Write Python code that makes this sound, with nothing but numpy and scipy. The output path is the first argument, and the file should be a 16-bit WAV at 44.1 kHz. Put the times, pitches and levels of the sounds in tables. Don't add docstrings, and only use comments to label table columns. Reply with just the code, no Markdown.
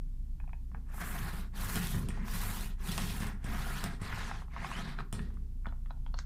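import sys
import numpy as np
from scipy import signal
from scipy.fft import rfft, irfft
from scipy.io import wavfile

SR = 44100
rng = np.random.default_rng(int(sys.argv[2]) if len(sys.argv) > 2 else 0)


def amplitude_ratio(level_db):
    exponent = np.asarray(level_db, float) / 20
    return 10 ** exponent


def materialize(psi):
    bounded = np.clip(np.atleast_2d(psi).T, -1, 1)
    quanta = np.round(bounded * 32767).astype(np.int16)
    wavfile.write(sys.argv[1], SR, quanta)


N = 275625

# (f/Hz, width/Hz, level/dB)
BOARD = [(105.1, 6.3, -0.5), (141, 21, -1), (177, 25, -0.5), (206.2, 10.4, -6), (235, 36, -8),
         (297.8, 4, -20), (393, 44, -12), (458, 51, -20.5)]
# (t/s, board level/dB, core level/dB, rub level/dB, dying/(dB/s))
BUMPS = [(0.749, -50.5, -68, -93, 153.5), (1.014, -46, -46.5, -55, 106), (1.178, -66, -66, -75, 105),
         (1.762, -31.5, -43, -40.5, 124), (1.946, -37, -54, -59, 37), (2.341, -39, -47, -67, 94),
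         (2.888, -39, -68, -45.5, 87), (3.0, -38, -48, -74, 71), (3.223, -40, -45, -67, 95),
         (3.463, -42.5, -46, -78, 80), (3.85, -39.5, -52, -59, 96), (4.191, -57, -44.5, -64, 140),
         (4.79, -41.5, -50.5, -48, 121), (4.996, -42.5, -50, -61.5, 197), (5.148, -37.5, -56.5, -58, 67)]
# (t/s, rattle level/dB, rub level/dB, dying/(dB/s))
TRAY = [
    (5.664, -66, -76, 280),
    (5.914, -89, -79, 500),
    (6.062, -82, -78, 348),
    (6.144, -72, -75, 500),
    (6.185, -59, -55, 402),
]


def rms_one(x):
    return x / np.sqrt(np.mean(x ** 2) + 1e-20)


def in_time(rows, outside=None):
    s, *columns = np.transpose(rows)
    return [np.interp(np.arange(N) / SR, s, c, outside, outside) for c in columns]


def drift(rate):
    r = np.exp(-80 * np.pi * rate / SR)
    noise = rng.standard_normal(N // 40 + 2002)
    slow = signal.lfilter([1], [1, -2 * r, r * r], noise)[2000:]
    return np.interp(np.arange(N) / 40, np.arange(len(slow)), rms_one(slow))


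def ring(clicks, hz, t60):
    r, w = amplitude_ratio(-60 / (t60 * SR)), 2 * np.pi * hz / SR
    return signal.lfilter([0, np.sin(w)], [1, -2 * r * np.cos(w), r * r], clicks + 1e-18)


def colour(x, spectrum):
    hz, db = np.transpose(spectrum)
    grid = np.arange(1, len(x) // 2 + 2) * SR / len(x)
    gain = amplitude_ratio(np.interp(np.log(grid), np.log(hz), db))
    return rms_one(irfft(rfft(x) * gain, len(x)))


def grains(per_s, spread_db, clump_db, clump_rate):
    born = rng.random(N) < per_s * amplitude_ratio(clump_db * drift(clump_rate)) / SR
    size = amplitude_ratio(spread_db * np.minimum(rng.exponential(1, N), 5))
    return rms_one(born * size * rng.choice([-1, 1], N))


def body(modes, excite, flutter_db, flutter_rate):
    out = 0
    for hz, width, db in modes:
        voice = rms_one(ring(excite(), hz, np.log(1000) / np.pi / width))
        out = out + voice * amplitude_ratio(db + flutter_db * drift(flutter_rate))
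    return rms_one(out)


def roller():
    rub, scuff = foam_rub()
    jolt = amplitude_ratio(.9 * drift(30))
    return jolt * (board_drum() + core_rattle() + scuff + ledge(rub + glue_hiss()))


def board_drum():
    law = (-44.5, 0, 1.1, 0.43, -0.33)
    s, db, _, _, dying = np.transpose(BUMPS)
    drum = body(BOARD, lambda: rng.standard_normal(N), flutter_db=2.0, flutter_rate=7)
    return drum * np.hypot(rolling(law), bursts(s, db, dying))


def core_rattle():
    # (f/Hz, width/Hz, level/dB)
    modes = [(780, 35, -39), (1034, 58, -3), (1200, 150, -1), (1400, 120, -1), (1705, 260, 2.5),
             (2100, 410, 0.5), (2900, 540, -10)]
    law = (-48, 0.76, 1.83, -0.52, -0.0463)
    s, _, db, _, dying = np.transpose(BUMPS)
    gain = np.hypot(rolling(law), bursts(s, db, 1.5 * dying))
    s, db, _, dying = np.transpose(TRAY)
    gain = gain + bursts(s, db, dying)
    rattle = body(modes, lambda: grains(900, spread_db=-3.0, clump_db=3.5, clump_rate=30),
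                  flutter_db=2.0, flutter_rate=4.5)
    return gain * (0.91 * rattle + 0.58 * pops(500, low_hz=695, high_hz=2590, cycles=29))


def foam_rub():
    # (f/Hz, level/dB per Hz)
    rub_colour = [(1500, -53), (2400, -6), (3000, -5.5), (3600, -3.5), (4600, -6), (6000, -9), (7500, -13),
                  (9500, -12.5)]
    law = (-49, 0.67, 1.71, 1.45, 0.3063)
    s, _, _, db, dying = np.transpose(BUMPS)
    rub_gain = np.hypot(rolling(law), bursts(s, db, 1.74 * dying))
    s, _, db, dying = np.transpose(TRAY)
    scuff_gain = bursts(s, db, dying)
    rub = colour(grains(5000, spread_db=0.0, clump_db=6.0, clump_rate=16), rub_colour)
    rub = patches(rub, (2600, 3500, 4300, 5330, 6400, 7400), patchy_db=2.0, patch_rate=6.7)
    rub = .8 * rub + .55 * pops(600, low_hz=2500, high_hz=6800, cycles=50)
    rub = signal.lfilter(*signal.butter(3, 10500, fs=SR), rub)
    scuff = rms_one(signal.lfilter(*signal.butter(2, [3600, 7500], "band", fs=SR), rub))
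    return rub * rub_gain, scuff * scuff_gain


def glue_hiss():
    # (f/Hz, level/dB per Hz)
    glue_colour = [(2940, -27), (5000, -6), (7160, 2.5), (12100, 5.5), (15100, 2), (15800, 0),
                   (16200, -37.5)]
    law = (-48.5, 1.24, 2, 2.3, 0.2462)
    # (t/s, tack level/dB)
    tack = [(.9, 14), (1.0, 10.5), (1.2, 5), (1.26, 1.5), (1.43, 6), (1.56, -1.5), (1.8, 1.5), (2.04, 2),
            (2.24, -4), (2.33, 1), (2.85, 0), (3.3, 0), (3.5, -4.5), (3.9, -4), (4.2, -7), (4.56, -23),
            (4.68, 6), (4.9, -20)]
    gain = rolling(law) * amplitude_ratio(in_time(tack)[0])
    glue = colour(grains(12000, spread_db=4.0, clump_db=2.0, clump_rate=45), glue_colour)
    glue = patches(glue, (6100, 6700, 7600, 10100, 11900, 14000, 16500), patchy_db=1.2, patch_rate=5)
    dull = rms_one(signal.lfilter(*signal.butter(4, 9500, fs=SR), glue))
    dries_from_s, dries_db_per_s = 3.4, 10.5
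    dried_db = dries_db_per_s * np.maximum(np.arange(N) / SR - dries_from_s, 0)
    wet = np.clip((20 * np.log10(gain + 1e-9) - dried_db + 73.5) / 14, 0, 1)
    return gain * (wet * glue + (1 - wet) * dull)


def rolling(law):
    # (start/s, end/s, fastest at share of stroke (0-1), speed level/dB, pressure level/dB)
    strokes = [
        (0.796, 1.512, 0.57, -3.5, -2.5),
        (1.517, 2.115, 0.36, 1, 0),
        (2.048, 2.28, 0.57, -15, -5),
        (2.164, 2.776, 0.46, -0.5, 0),
        (2.761, 3.394, 0.39, -1.5, 0),
        (3.38, 4.016, 0.45, 1.5, -1.5),
        (3.986, 4.487, 0.32, -0.5, -1.5),
        (4.487, 5.05, 0.41, -2.5, -3.5),
    ]
    full_db, per_stroke, per_speed, per_pressure, onset = law
    cruise = 1.23
    t, power = np.arange(N) / SR, 0
    for start, end, fastest, speed_db, pressure_db in strokes:
        share = np.clip((t - start) / (end - start), 0, 1) ** (np.log(.5) / np.log(fastest))
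        speed = np.tanh(cruise * np.sin(np.pi * share)) / np.tanh(cruise)
        start_up = abs(onset) * (share < .5)
        moving = np.clip((speed - start_up) / (1 - start_up), 0, 1) ** per_speed * (t < end)
        level = amplitude_ratio(full_db + per_stroke * speed_db + per_pressure * pressure_db)
        power = power + (level * moving) ** 2
    return np.sqrt(power)


def bursts(times, peaks_db, dying):
    rise_db_per_s = 707
    since = np.arange(N) / SR - times[:, None]
    slope = np.where(since < 0, rise_db_per_s * since, -dying[:, None] * since)
    return amplitude_ratio((peaks_db[:, None] + slope).max(axis=0))


def patches(x, edges_hz, patchy_db, patch_rate):
    spectrum, grid = rfft(x), np.arange(N // 2 + 1) * SR / N
    out = 0
    for row in np.eye(len(edges_hz)):
        share = np.interp(grid, edges_hz, row)
        out = out + irfft(spectrum * share, N) * amplitude_ratio(patchy_db * drift(patch_rate))
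    return rms_one(out)


def pops(per_s, low_hz, high_hz, cycles):
    clicks = grains(per_s, spread_db=1.5, clump_db=4.5, clump_rate=9.8)
    dealt = rng.integers(0, 20, N)
    pitches = np.geomspace(low_hz, high_hz, 20)
    return rms_one(sum(ring(clicks * (dealt == k), hz, cycles / hz) for k, hz in enumerate(pitches)))


def ledge(x):
    # (t/s, lag/ms)
    lags = [(.9, 1.4), (1.22, .23), (1.55, .23), (1.75, .95), (2.05, 1.5), (2.25, 1.5), (2.72, .23),
            (2.82, .35), (3.03, 1.08), (3.2, 1.4), (3.4, 1.55), (3.8, .23), (4.08, .23), (4.42, 1.0),
            (4.55, .8), (4.85, .23)]
    near_db, loss_db_per_ms, cut_hz = -4, 7, 8000
    lag_ms, = in_time(lags)
    dull = signal.filtfilt(*signal.butter(2, cut_hz, fs=SR), x)
    echo = np.interp(np.arange(N) - lag_ms * SR / 1000, np.arange(N), dull)
    return x + amplitude_ratio(near_db - loss_db_per_ms * lag_ms) * echo


def rising_band():
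    start_s, length_s, start_hz, rise_hz_per_s, level_db = 4.55, 0.26, 1584, 6600, -54
    since = np.arange(N) / SR - start_s
    hz = (start_hz + rise_hz_per_s * np.clip(since, 0, length_s)) * (1 + .035 * drift(30))
    swell = np.sin(np.pi * np.clip(since / length_s, 0, 1)) ** 0.23 * (since < length_s)
    tone = np.sin(2 * np.pi * np.cumsum(hz) / SR)
    return swell * amplitude_ratio(level_db + 6.2 * drift(49)) * drift(140) * tone


def knocks():
    # (t/s, peak level/dB, low ring f/Hz, high ring level/dB)
    core_knocks = [(0.401, -48.5, 1200, -2), (0.44, -52.5, 960, -19), (0.477, -49.5, 745, -6),
                   (0.493, -51.5, 1040, -5), (0.532, -46, 920, 3), (0.716, -49, 1130, -32),
                   (0.747, -37, 1170, -49), (0.901, -50, 744, -13), (0.943, -44, 800, -13),
                   (0.981, -40, 796, -22), (1.578, -60, 1200, -1), (1.946, -39.5, 1260, -1),
                   (2.105, -52, 1880, 13.5), (2.174, -37, 724, -12), (2.282, -37.5, 1120, -3),
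                   (2.982, -32, 1120, 0), (4.126, -32, 1490, -22), (4.175, -38, 1128, -23),
                   (4.313, -29, 1180, -30), (4.42, -42.5, 1010, -35), (4.482, -49.5, 844, -17),
                   (4.564, -30.5, 1080, -30), (4.646, -27, 1095, -8), (4.715, -31, 1090, -12)]
    # (t/s, peak level/dB, low ring f/Hz, high ring level/dB, high ring f/Hz)
    tray_knocks = [(4.988, -31.5, 1530, -10, 4000), (5.005, -32.5, 1220, -11, 3900),
                   (5.193, -36, 1790, -7, 3500), (5.304, -51.5, 1270, -9, 2795),
                   (5.37, -53.5, 1200, -5, 2000), (5.647, -52, 1470, -27, 2460),
                   (5.657, -32.5, 1480, -46, 2180), (5.668, -35, 970, -9, 3470),
                   (5.687, -53.5, 1510, 1, 4040), (5.724, -41, 880, -35, 2370),
                   (5.86, -49, 1290, -6.5, 3270), (5.9, -56, 1270, -30, 2500),
                   (5.907, -36.5, 936, -11, 3940), (5.972, -59, 800, -26, 2300),
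                   (6.064, -42, 970, -3, 3170), (6.142, -34, 930, -5.5, 4300),
                   (6.189, -36.5, 1590, 3.5, 6400)]
    core_high_hz = 2510
    out, length = np.zeros(N), 4000
    t = np.arange(length) / SR
    for s, db, low_hz, high_db, high_hz in [(*row, core_high_hz) for row in core_knocks] + list(tray_knocks):
        luck = rng.standard_normal(8)
        touch = np.eye(1, length)[0] + 0.62 * luck[7] * np.eye(1, length, 55)[0]
        touch += 0.053 * rng.standard_normal(length) * amplitude_ratio(-60 * t / 0.046)
        low = ring(touch, low_hz, .013) + .06 * ring(touch, low_hz, .07)
        for ratio, r in zip((.8, 1.2, 1.45), luck):
            low += .45 * ring(touch, low_hz * ratio * (1 + .04 * r), .008)
        high = ring(touch, high_hz, .009) + .07 * ring(touch, high_hz, 140 / high_hz)
        for ratio, r in zip((.68, .85, 1.2), luck[3:]):
            high += .5 * ring(touch, high_hz * ratio * (1 + .04 * r), .005)
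        soft = signal.butter(3, [680, 0.99 * high_hz], "band", fs=SR, output="sos")
        knock = signal.sosfilt(soft, amplitude_ratio(db - 2.5) * (low + amplitude_ratio(high_db + 1.5) * high))
        i = round(s * SR)
        out[i:i + length] += knock[:N - i]
    return out


def ticks():
    # (t/s, peak level/dB, thump level/dB, rattle tail level/dB, handle ring
    # level/dB)
    clicks = [(1.7575, -22.5, -29, -21, -14.5), (1.8714, -28, -45, -26, -15),
              (2.0873, -33.5, -32, -12, -10.5), (2.609, -34, -63, -20, -14), (2.8744, -30.5, -51, -28, -11),
              (2.9171, -27, -50, -14.5, -34), (2.979, -23, -38, -16, -16), (3.2035, -33.5, -30.5, -11, -12),
              (3.269, -35, -54, -14, -27), (3.4431, -43.5, -34.5, -2.5, 3), (3.8407, -23, -36, -20, -22),
              (4.015, -44.5, -31, -3.5, -24), (5.1273, -32, -31, -9, -11), (5.3425, -57, -68, -18, -25),
              (5.668, -58, -35, -25, -9)]
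    # (f/Hz, level/dB, 60 dB fall time/s)
    frame = [(3250, 0, .1), (3470, -5, .15), (5210, -8, .12), (5570, -6, .12), (7210, -4, .12),
             (8410, -9, .1), (8750, -8, .1), (8970, -10, .08)]
    # (f/Hz, level/dB per Hz)
    snap = [(400, -10), (750, -1.5), (1100, -2), (1900, -19), (2400, -7), (3400, -7.5), (4400, -17.5),
            (5500, -8), (6500, -17), (8800, -1.5), (11000, -18.5), (15500, -31)]
    handle_hz, handle_t60_s = 1860, .4
    out, length = np.zeros(N), 16000
    click, t = np.eye(1, length)[0], np.arange(length) / SR
    thump = sum(amplitude_ratio(db - 6.5) * ring(np.roll(click, 150), hz, 1.0 / width) for hz, width, db in BOARD)
    crack = sum(1.47 * ring(click, hz, 0.0006) for hz in (2960, 5650, 8650, 10800, 14800))
    handle = ring(click, handle_hz, handle_t60_s) - 0.99 * ring(click, handle_hz + 23, handle_t60_s)
    handle = handle * np.minimum(t / 0.079, 1)
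    buzz = drift(43)
    for s, db, thump_db, tail_db, ring_db in clicks:
        i = round(s * SR)
        noise = colour(rng.standard_normal(length), snap)
        rattle = noise * (0.93 * amplitude_ratio(-60 * t / 0.0058) + amplitude_ratio(tail_db + 3.5 - 60 * t / 0.19))
        wire = 0
        for hz, mode_db, t60 in frame:
            wire = wire + amplitude_ratio(tail_db + mode_db - 5 + rng.normal(0, 4)) * ring(click, hz, t60)
        chatter = amplitude_ratio(ring_db + 3 + 0.73 * buzz[i:i + length]) * handle
        tick = amplitude_ratio(db - 8.5) * (crack + rattle + wire + chatter) + amplitude_ratio(thump_db) * thump
        out[i:i + length] += tick[:N - i]
    return out


def room(x):
    t60_s, wall_cut_hz = 0.32, 1000
    t = np.arange(SR // 2) / SR
    white = rng.standard_normal(len(t)) * (t > .004)
    dull = signal.lfilter(*signal.butter(1, wall_cut_hz, fs=SR), white)
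    tail = dull * amplitude_ratio(-60 * t / t60_s) + (white - dull) * amplitude_ratio(-110 * t / t60_s)
    return signal.fftconvolve(x, tail / np.sqrt(np.sum(tail ** 2)))[:N]


def compressor():
    # (t/s, first multiple level/dB, second multiple level/dB)
    hum_levels = [(0.0, -35.5, -53), (0.4, -41.5, -45.5), (2.49, -36.5, -44.5), (2.56, -38.5, -70),
                  (2.71, -38, -48), (3.41, -40, -46), (3.66, -37.5, -41.5), (3.76, -40, -55), (4.63, -45.5, -44),
                  (4.7, -61, -58), (4.77, -43, -66), (4.96, -41, -62), (5.1, -40.5, -64), (5.19, -41.5, -43),
                  (6.04, -37.5, -49), (6.25, -38.5, -42)]
    # (multiple, phase/rad, level/dB)
    orders = [(3, 1.4, -61), (4, 0.94, -67)]
    shaft_hz = 29.5
    first_db, second_db = in_time(hum_levels)
    turn = -1.3 + 2 * np.pi * np.cumsum(shaft_hz + .2 * drift(.8)) / SR
    wave = amplitude_ratio(first_db) * np.sin(turn) + amplitude_ratio(second_db) * np.cos(2 * turn + 0.11)
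    for k, phase, db in orders:
        wave = wave + amplitude_ratio(db) * np.sin(k * turn + phase)
    return np.sqrt(2) * wave


def air_noise():
    # (f/Hz, level/dB per Hz)
    air = [(12, -8), (20, -1.5), (45, -3.5), (75, -13), (110, -16), (150, -15.5), (200, -25.5),
           (250, -22.5), (300, -34.5), (420, -44.5), (620, -54), (790, -49.5), (1400, -57), (16000, -61)]
    return amplitude_ratio(-44.5) * colour(rng.standard_normal(N), air)


def scene():
    work = roller() + rising_band() + knocks() + ticks()
    room_db = -11
    return (work + amplitude_ratio(room_db) * room(work) + compressor() + air_noise())[None]


def band_limit(x):
    return signal.sosfilt(signal.butter(12, 16510, fs=SR, output="sos"), x)


def record(dry):
    cutoff_hz = 15830
    low_pass = signal.cheby2(14, 60, cutoff_hz * 1.02, fs=SR, output="sos")
    return band_limit(signal.sosfilt(low_pass, dry))


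dry = scene()
out = record(dry)
materialize(out)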